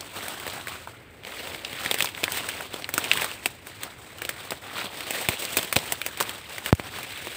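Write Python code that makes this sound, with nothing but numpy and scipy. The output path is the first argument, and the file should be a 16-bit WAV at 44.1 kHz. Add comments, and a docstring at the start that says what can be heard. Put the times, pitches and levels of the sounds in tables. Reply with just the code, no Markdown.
"""Wading through dense undergrowth

Leaves and grass brush past in swells: filtered noise under grainy contact envelopes.
Dry stalks crackle and snap: short noise bursts ring a resonance and scatter among the leaves.
A few stems knock the hand-held camera, each a pressure step that leaks away.
Slowly swelling noise makes a low outdoor murmur; a limiter holds down the strongest peaks."""
import sys
import numpy as np
from scipy import signal
from scipy.io import wavfile
from scipy.ndimage import uniform_filter1d, minimum_filter1d

SR = 44100
rng = np.random.default_rng(int(sys.argv[2]) if len(sys.argv) > 2 else 0)


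def pcm_store(signal):
    """Save signal as 16-bit PCM."""
    levels = np.round(np.clip(np.atleast_2d(signal), -1, 1) * 32767)
    wavfile.write(sys.argv[1], SR, levels.astype(np.int16).T)


N = 324576

# Spectra of leaves, dry blades, finest treble and thick stems: (frequency [Hz], relative level per Hz [dB])
LEAF_SPECTRUM = [(500, -10.5), (900, -9), (1500, -2.5), (2400, 2), (3600, 3.5), (5000, -2), (7000, -11)]
FIZZ_SPECTRUM = [(2500, -13.5), (4500, -1), (6000, 2.5), (9000, 4), (11000, -29.5), (16000, -36)]
AIR_SPECTRUM = [(7000, -13.5), (10000, -0.5), (12000, 1.5), (16000, 1)]
STEM_SPECTRUM = [(60, -9), (150, -11.5), (300, -7), (550, -4.5), (900, -9.5), (1500, -19.5)]
# Weight on the thick stems and the ground, before brushing and wander: (time [s], level [dB])
TREAD = [(0.0, -46.5), (0.41, -48), (0.96, -57.5), (1.289, -51.5), (1.45, -43.5), (2.29, -51),
         (2.42, -43.5), (2.87, -49), (3.09, -42), (3.5, -53), (3.89, -60.5), (5.23, -40), (5.8, -46),
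         (6.31, -53.5), (7.36, -47)]


def rustle():
    """Frictional excitation: the same leaf contacts shake leaves, dry blades and stems, so layers share one grain."""
    leaf_db, fizz_db, broad_db = sweeps()
    tread_db = np.interp(np.arange(N) / SR, *np.transpose(TREAD))
    brush_db = leaf_db - uniform_filter1d(leaf_db, SR // 4)  # each quick brush also moves the stems
    dry_db = leaf_db + fizz_db
    air_db = dry_db - 3.5 + 0.15 * (dry_db + 49.0)  # close, firm contacts carry more of the finest treble

    touch = grains(per_s=110.0, spread_db=0.5, t60=0.092, smooth=0.35)
    ticks = grains(per_s=300.0, spread_db=4.0, t60=0.016, smooth=2.6)  # small twigs, in the leaf band only
    leaf_noise, dry_noise, stem_noise = rng.standard_normal((3, N))

    # the exponents on touch set how strongly each layer follows the contacts
    brush = evened(colour(leaf_noise * touch ** 0.51 * ticks, LEAF_SPECTRUM))
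    pops = gain_of(-5.5) * crackle(per_s=500, spread_db=4, cycles=2.2)
    leaves = evened(patchy(brush + pops, depth_db=1.6))
    leaves = leaves * gain_of(leaf_db + 0.8 * wander(per_s=32.0))
    low_pass = signal.butter(2, 1500., fs=SR, output="sos")
    broad = signal.sosfilt(low_pass, leaves)  # wide leaves flap lower
    leaves = leaves + (gain_of(broad_db) - 1) * broad

    fizz = evened(colour(dry_noise * touch, FIZZ_SPECTRUM)) * gain_of(dry_db - 1.5)
    air = evened(colour(dry_noise * touch ** 1.4, AIR_SPECTRUM)) * gain_of(air_db)
    stem_db = tread_db + 0.95 * brush_db + 0.73 * wander(per_s=52.0)
    stems = evened(colour(stem_noise * touch ** 0.9, STEM_SPECTRUM)) * gain_of(stem_db)
    return gain_of(-0.56) * (leaves + fizz + air + stems)


# A leg sweeps through the plants; levels before the layers are balanced:
# (full from [s], hold [s], leaf rustle [dB], dry fizz re rustle [dB], broad-leaf gain [dB])
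SWEEPS = [(0.01, 0.01, -40.5, -2, 5), (0.171, 0.061, -36, -3, 7), (0.273, 0.18, -40, -3.5, 7.5),
          (0.45, 0.11, -38, -2.5, 7.5), (0.676, 0.071, -39.5, -3.5, 5.5), (0.88, 0.015, -48.5, -3, 10),
          (1.276, 0.11, -41, -5.5, 5), (1.366, 0.17, -39, -5.5, -4), (1.668, 0.076, -40.5, -5, -14),
          (1.791, 0.24, -35, -5, 3), (2.18, 0.085, -39.5, -5, 7), (2.31, 0.096, -33.5, -2, 4),
          (2.457, 0.15, -37.5, -4.5, 5.5), (2.732, 0.046, -40.5, -2, 5), (2.97, 0.14, -34, -7, 4.5),
          (3.143, 0.088, -31, -2, 4), (3.425, 0.045, -45, 1.5, 2), (3.677, 0.022, -44, -2.5, 3),
          (3.826, 0.01, -40.5, -3.5, 7.5), (3.98, 0.13, -49, 0, 8), (4.194, 0.26, -44, -3, 7),
          (4.413, 0.0089, -46.5, -3, 5), (4.522, 0.0059, -42, -2, 3), (4.657, 0.061, -40.5, -6, 9.5),
          (4.769, 0.038, -31.5, -7.5, 5), (4.966, 0.11, -38.5, -4.5, -1), (5.107, 0.22, -34.5, -1, -4),
          (5.398, 0.22, -35, 0, 0.5), (5.74, 0.19, -37, -2, 6.5), (6.053, 0.12, -41.5, -3.5, 4.5),
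          (6.199, 0.01, -35.5, -9, 7), (6.285, 0.051, -38, -2.5, 7.5), (6.402, 0.067, -45.5, -6, 2),
          (6.51, 0.048, -39, -4.5, 6.5), (6.667, 0.024, -35, -0.5, 4.5), (6.72, 0.028, -56, -6, 10),
          (6.848, 0.018, -39.5, -8, 7), (6.94, 0.094, -37, -8, 2), (7.108, 0.34, -40, -2.5, -17)]
# The plants between sweeps: (leaf rustle [dB], dry fizz re rustle [dB], broad-leaf gain [dB])
REST = (-58.5, -5, 1.7)
RISE_DB_PER_S, SETTLE_DB_PER_S = 256, 94  # how fast a sweep swells and dies away


def sweeps():
    """Power addition of incoherent sources: levels of rustle, fizz and broad leaves over the resting plants."""
    t = np.arange(0, N / SR + .01, .002)
    start, hold, db, fizz_db, broad_db = np.transpose(SWEEPS)[:, :, None]
    swell_db = -RISE_DB_PER_S * np.maximum(start - t, 0)
    settle_db = -SETTLE_DB_PER_S * np.maximum(t - start - hold, 0)
    power = gain_of(2 * (db + swell_db + settle_db))
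    rest = gain_of(2 * REST[0])
    total = rest + power.sum(0)

    curves = [10 * np.log10(total)]
    for at_rest, column in zip(REST[1:], (fizz_db, broad_db)):
        curves.append((rest * at_rest + (power * column).sum(0)) / total)  # power-weighted mean
    return [np.interp(np.arange(N) / SR, t, curve) for curve in curves]


def grains(per_s, spread_db, t60, smooth):
    """Shot process: many uneven contacts, each starting at once and decaying fast (t60 in s), over a smooth brush."""
    size = gain_of(spread_db * np.minimum(rng.exponential(1, N), 2.5))
    size = size * (rng.random(N) < per_s / SR)
    power = signal.lfilter([1], [1, -gain_of(-120 / (t60 * SR))], size ** 2)
    return np.sqrt(smooth + power / power.mean())


def crackle(per_s, spread_db, cycles, count=24):
    """Elastic buckling of dry leaves: dense uneven pops, each a damped sine lasting a few cycles at its own pitch."""
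    size = gain_of(spread_db * np.minimum(rng.exponential(1, N), 3))
    size = size * (rng.random(N) < per_s / SR)
    leaf = rng.integers(0, count, N)
    t = np.arange(512) / SR
    pitch_hz = np.geomspace(700, 9000, count)[:, None]
    pops = np.sin(2 * np.pi * pitch_hz * t) * np.exp(-t * pitch_hz / cycles)
    pops = pops / np.linalg.norm(pops, axis=1, keepdims=True)
    total = sum(signal.oaconvolve(size * (leaf == k), pop)[:N] for k, pop in enumerate(pops))
    return evened(colour(total, LEAF_SPECTRUM))


def patchy(x, depth_db):
    """Time-varying spectrum: as leaves come into play, patches some 700 Hz by 40 ms rise and sink at random."""
    z = signal.stft(x, nperseg=256, noverlap=192)[2]
    patches = uniform_filter1d(rng.standard_normal(z.shape), size=4, axis=0)
    patches = uniform_filter1d(patches, size=28, axis=1)
    return signal.istft(z * gain_of(depth_db * evened(patches)), nperseg=256, noverlap=192)[1][:N]


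# Breaking stalks; levels before the three parts are balanced:
# (time [s], body peak level [dB], stalk pitch [Hz], crisp edge re body [dB], hollow thud re body [dB])
SNAPS = [(0.0075, -13.5, 4500, -14, -25), (0.282, -22.5, 1890, 2.5, -14), (0.399, -22.5, 2000, -7, -17),
         (0.466, -22, 1500, -5, -6), (0.477, -16.5, 2000, -9, -7), (0.499, -15.5, 3500, -16, -18),
         (0.671, -16.5, 1550, -15, -14), (0.682, -19, 1920, -8.5, -6.5), (0.873, -23, 1100, -29, -7.5),
         (1.235, -24.5, 2490, -31, -16), (1.249, -20, 2700, -32, -13), (1.27, -20.5, 2550, -25, -9),
         (1.472, -18, 2600, -20, -15), (1.546, -16.5, 2520, -29, -28), (1.648, -8.5, 3300, -34, -31),
         (1.729, -15.5, 2500, -15, -11.5), (1.806, -29, 2500, -25, -20), (1.849, -14, 2500, -10, -23),
         (1.86, -9.5, 2080, -14, -9), (1.912, -2, 3020, -12, -18.5), (1.942, -9.5, 2300, -6, -10),
         (1.986, -15, 2510, -6, -18), (1.997, -15, 3230, -6, -19), (2.005, -3, 2400, -14, -17.5),
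         (2.023, -1.5, 3040, -11.5, -22), (2.044, -17.5, 935, 2.5, -10), (2.057, -6.5, 3830, -23, -42),
         (2.072, -14.5, 2500, -20, -22), (2.088, -17.5, 2330, -12, -24), (2.148, -15.5, 2740, -28, -30),
         (2.176, -19.5, 1480, -25, -18), (2.233, -12.5, 2800, -16, -5.5), (2.239, -1.5, 2640, -11, -39),
         (2.279, -11.5, 1600, -27, -14), (2.32, -19, 2510, 3, -7), (2.372, -13, 2460, -5.5, -13),
         (2.488, -15, 1750, -3, -18), (2.607, -16.5, 1280, -11, -18), (2.741, -13.5, 3300, -23, -10.5),
         (2.822, -16, 3060, -24, -18), (2.843, -11, 3060, -32, -34), (2.89, -15.5, 1580, -6.5, -7),
         (2.939, -11, 2500, -1.5, -16), (2.979, -5.5, 1350, -5.5, -13), (3.041, -15.5, 2150, -2.5, -23),
         (3.048, -13.5, 2000, -18, -23), (3.114, 3, 2680, -26, -42), (3.133, -10, 2530, -7, -18),
         (3.173, -7, 2100, -12, -26), (3.219, -7.5, 1940, -13, -12), (3.243, -15, 1270, -0.5, -11),
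         (3.314, -15, 2770, -14.5, -19), (3.458, -4, 2200, -7, -13.5), (3.669, -25.5, 1210, -2, -14),
         (3.833, -16.5, 2380, -3.5, -29), (4.184, -25, 3200, -8, -20), (4.2186, -15, 1860, -9, -10),
         (4.25, -13, 2550, -10, -15), (4.291, -13, 2040, -1.5, -14), (4.506, -11.5, 3860, -9, -12),
         (4.519, -14.5, 1400, -15, -4), (5.006, -17, 3070, -12, -24), (5.107, -15, 2550, -0.5, -19),
         (5.2865, 0.5, 2260, -6.5, -8.5), (5.422, -15, 2800, -10, -28), (5.451, -9, 3800, -11, -26),
         (5.569, -6, 2000, 2, -9), (5.585, -8.5, 3280, -21, -8.5), (5.591, -11, 2490, -7, -14),
         (5.629, -15, 3520, -5, -7.5), (5.647, -17, 2800, -7, -11), (5.726, -7.5, 1890, -3.5, -12),
         (5.759, -4, 2500, -5, -14.5), (5.764, 6, 3100, -11.5, -10.5), (5.788, -8, 3430, -26, -24),
         (5.922, -14, 2210, 3, -6.5), (6.015, -11, 2120, -12, -31), (6.063, -13.5, 2150, -0.5, -10),
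         (6.173, -18.5, 2080, -7, -27), (6.202, -9, 2500, -6, -12), (6.208, -10.5, 990, -1, -5.5),
         (6.225, -13, 3200, -7, -17), (6.293, -15.5, 2820, -7.5, -22), (6.495, -28, 1790, -7, -19),
         (6.581, -17, 1800, -7.5, -17), (6.66, -12, 1890, -6.5, -12), (6.75, -16, 2500, -2, -12),
         (6.797, -15.5, 2460, -19, -20), (6.985, -23, 700, -6, -4), (7.03, -23, 2000, -3, -15),
         (7.174, -24.5, 2200, -8, -9), (7.27, -20.5, 2100, -10, -1)]
SCATTER_T60, SCATTER_SLOPE = 0.066, 0.44  # s for a 2 kHz stalk; thicker, lower stalks scatter longer


def snaps():
    """Impulsive excitation of a damped resonator: parting fibres ring the stalk and leaves scatter the crack."""
    body, edge, thud = np.zeros((3, N))
    t = np.arange(4000) / SR
    onset = np.clip((t - .0005) / .0001, 0, 1)
    crack = onset * gain_of(-60 * np.maximum(t - .0016, 0) / .008)  # a few fibres part within milliseconds
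    first = gain_of(16.5) * (np.arange(len(t)) == round(.0007 * SR))  # the first fibre parts in one sharp jolt

    chance = rng.standard_normal((len(SNAPS), 4, len(t)))
    for (s, db, hz, edge_db, thud_db), noises in zip(SNAPS, chance):
        body_noise, edge_noise, thud_noise, ragged_noise = noises
        t60 = np.clip(SCATTER_T60 * (2000 / hz) ** SCATTER_SLOPE, .01, .3)
        ragged_db = 0.97 * evened(uniform_filter1d(ragged_noise, size=90))  # late fibres part unevenly
        scatter = (t > .0005) * gain_of(-1.0 + ragged_db - 60 * t / t60)

        # a stalk is a poor resonator: a broad band with steep skirts
        r = np.exp(-np.pi * 1.05 * hz / SR)
        stalk = [0.95, 0.022, -0.996, 1, -2 * r * np.cos(2 * np.pi * hz / SR), r * r]
        ring = signal.sosfilt([stalk, stalk], first + body_noise * (crack + 0.45 * scatter))

        add(body, s, gain_of(db) * ring / abs(ring).max())
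        add(edge, s, gain_of(db + edge_db) * (first + edge_noise * (crack + scatter)))
        add(thud, s, gain_of(db + thud_db) * thud_noise * (crack + 0.98 * scatter))
    crisp = gain_of(-8.5) * colour(edge, FIZZ_SPECTRUM) + gain_of(-8.0) * colour(edge, AIR_SPECTRUM)
    return gain_of(-4.5) * body + crisp + gain_of(5.5) * colour(thud, STEM_SPECTRUM)


# Stems that strike the camera and push the air in its port:
# (time [s], pressure step [dB], linear rise [s], leak time constant [s])
KNOCKS = [(5.2874, -10.5, .00008, .012), (5.763, -14.5, .00008, 0.011), (6.7280, 16, 0.000025, .0105),
          (6.7974, -6.5, 0.00026, 0.00025)]


def knocks():
    """Pressure relaxation: each knock is a quick rise of pressure that leaks away exponentially."""
    out, t = np.zeros(N), np.arange(SR // 4) / SR
    for s, db, rise, leak in KNOCKS:
        add(out, s, gain_of(db) * np.minimum(t / rise, 1) * np.exp(-t / leak))
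    return out


# Spectrum of far air and foliage: (frequency [Hz], relative level per Hz [dB])
MURMUR_SPECTRUM = [(30, 22), (90, 9.5), (200, -6), (330, -1), (600, -7), (1000, -14), (2200, -5.5),
                   (5000, -27), (16000, -30)]
MURMUR_DB = -43  # level about which it swells, before the port


def murmur():
    """Diffuse ambient noise: far air and foliage, swelling slightly."""
    swell_db = 1.2 * wander(per_s=4)
    noise = evened(colour(rng.standard_normal(N), MURMUR_SPECTRUM))
    return gain_of(MURMUR_DB + swell_db) * noise


def gain_of(db):
    """Logarithmic level: decibels to amplitude."""
    return 10 ** (np.asarray(db) / 20)


def evened(x):
    """Energy normalisation: scales to rms 1."""
    return x / np.sqrt(np.mean(x ** 2) + 1e-20)


def add(mix, s, sound):
    """Linear superposition: mixes a sound in at time s, in seconds."""
    part = mix[round(s * SR):][:len(sound)]
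    part += sound[:len(part)]


def colour(x, points):
    """Minimum phase: a causal filter from (Hz, dB) points, whose phase follows from the log gain."""
    hz, db = np.transpose(points)
    bins_hz = np.fft.rfftfreq(4096, 1 / SR)
    log_gain = np.interp(np.log(bins_hz + 1), np.log(hz), db) * np.log(10) / 20
    both_sides = np.r_[log_gain, log_gain[-2:0:-1]]
    response = np.exp(np.conj(signal.hilbert(both_sides)))
    taps = np.fft.ifft(response).real[:2048]
    return signal.oaconvolve(x, taps)[:len(x)]


def wander(per_s):
    """Low-pass random process: noise averaged twice over 1/per_s seconds, at rms 1."""
    width = int(SR / per_s)
    return evened(uniform_filter1d(uniform_filter1d(rng.standard_normal(N), width), width))


def scene():
    """Superposition: all sources at the one microphone."""
    return (rustle() + snaps() + knocks() + murmur())[None]


# The microphone port rings at three places: (frequency [Hz], gain [dB])
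PORT = [(1000, 3.5), (2500, 1.5), (4000, -2), (6000, -8), (7200, -5.5), (8100, 1.5), (9300, -6),
        (11500, -7), (13500, -5), (15000, -0.5), (15500, 5)]
LOW_CUT_HZ, EDGE_HZ = 89.8, 15550  # bass cut and upper band limit


def record(dry):
    """Transducer response and gain control: port colour, bass cut, look-ahead limiter, band limit."""
    x = colour(dry[0], PORT)
    bass_cut = signal.butter(4, LOW_CUT_HZ, "high", fs=SR, output="sos")
    x = signal.sosfilt(bass_cut, x)  # turns pressure steps into swings

    over_db = np.maximum(20 * np.log10(abs(x) + 1e-9) - 1.2, 0)  # brief peaks pass and clip
    ahead = round(.019 * SR)
    over_db = -minimum_filter1d(-over_db, ahead, origin=-(ahead // 2))  # sees the peak coming
    fall = np.arange(N) * 220 / SR  # recovers 220 dB a second
    held_db = np.maximum.accumulate(over_db + fall) - fall
    x = x / gain_of(uniform_filter1d(held_db, size=200))

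    band = signal.firwin(401, EDGE_HZ, window=("kaiser", 9), fs=SR)
    return np.clip(signal.oaconvolve(x, band, "same"), -1, 1)[None]


dry = scene()
out = record(dry)
pcm_store(out)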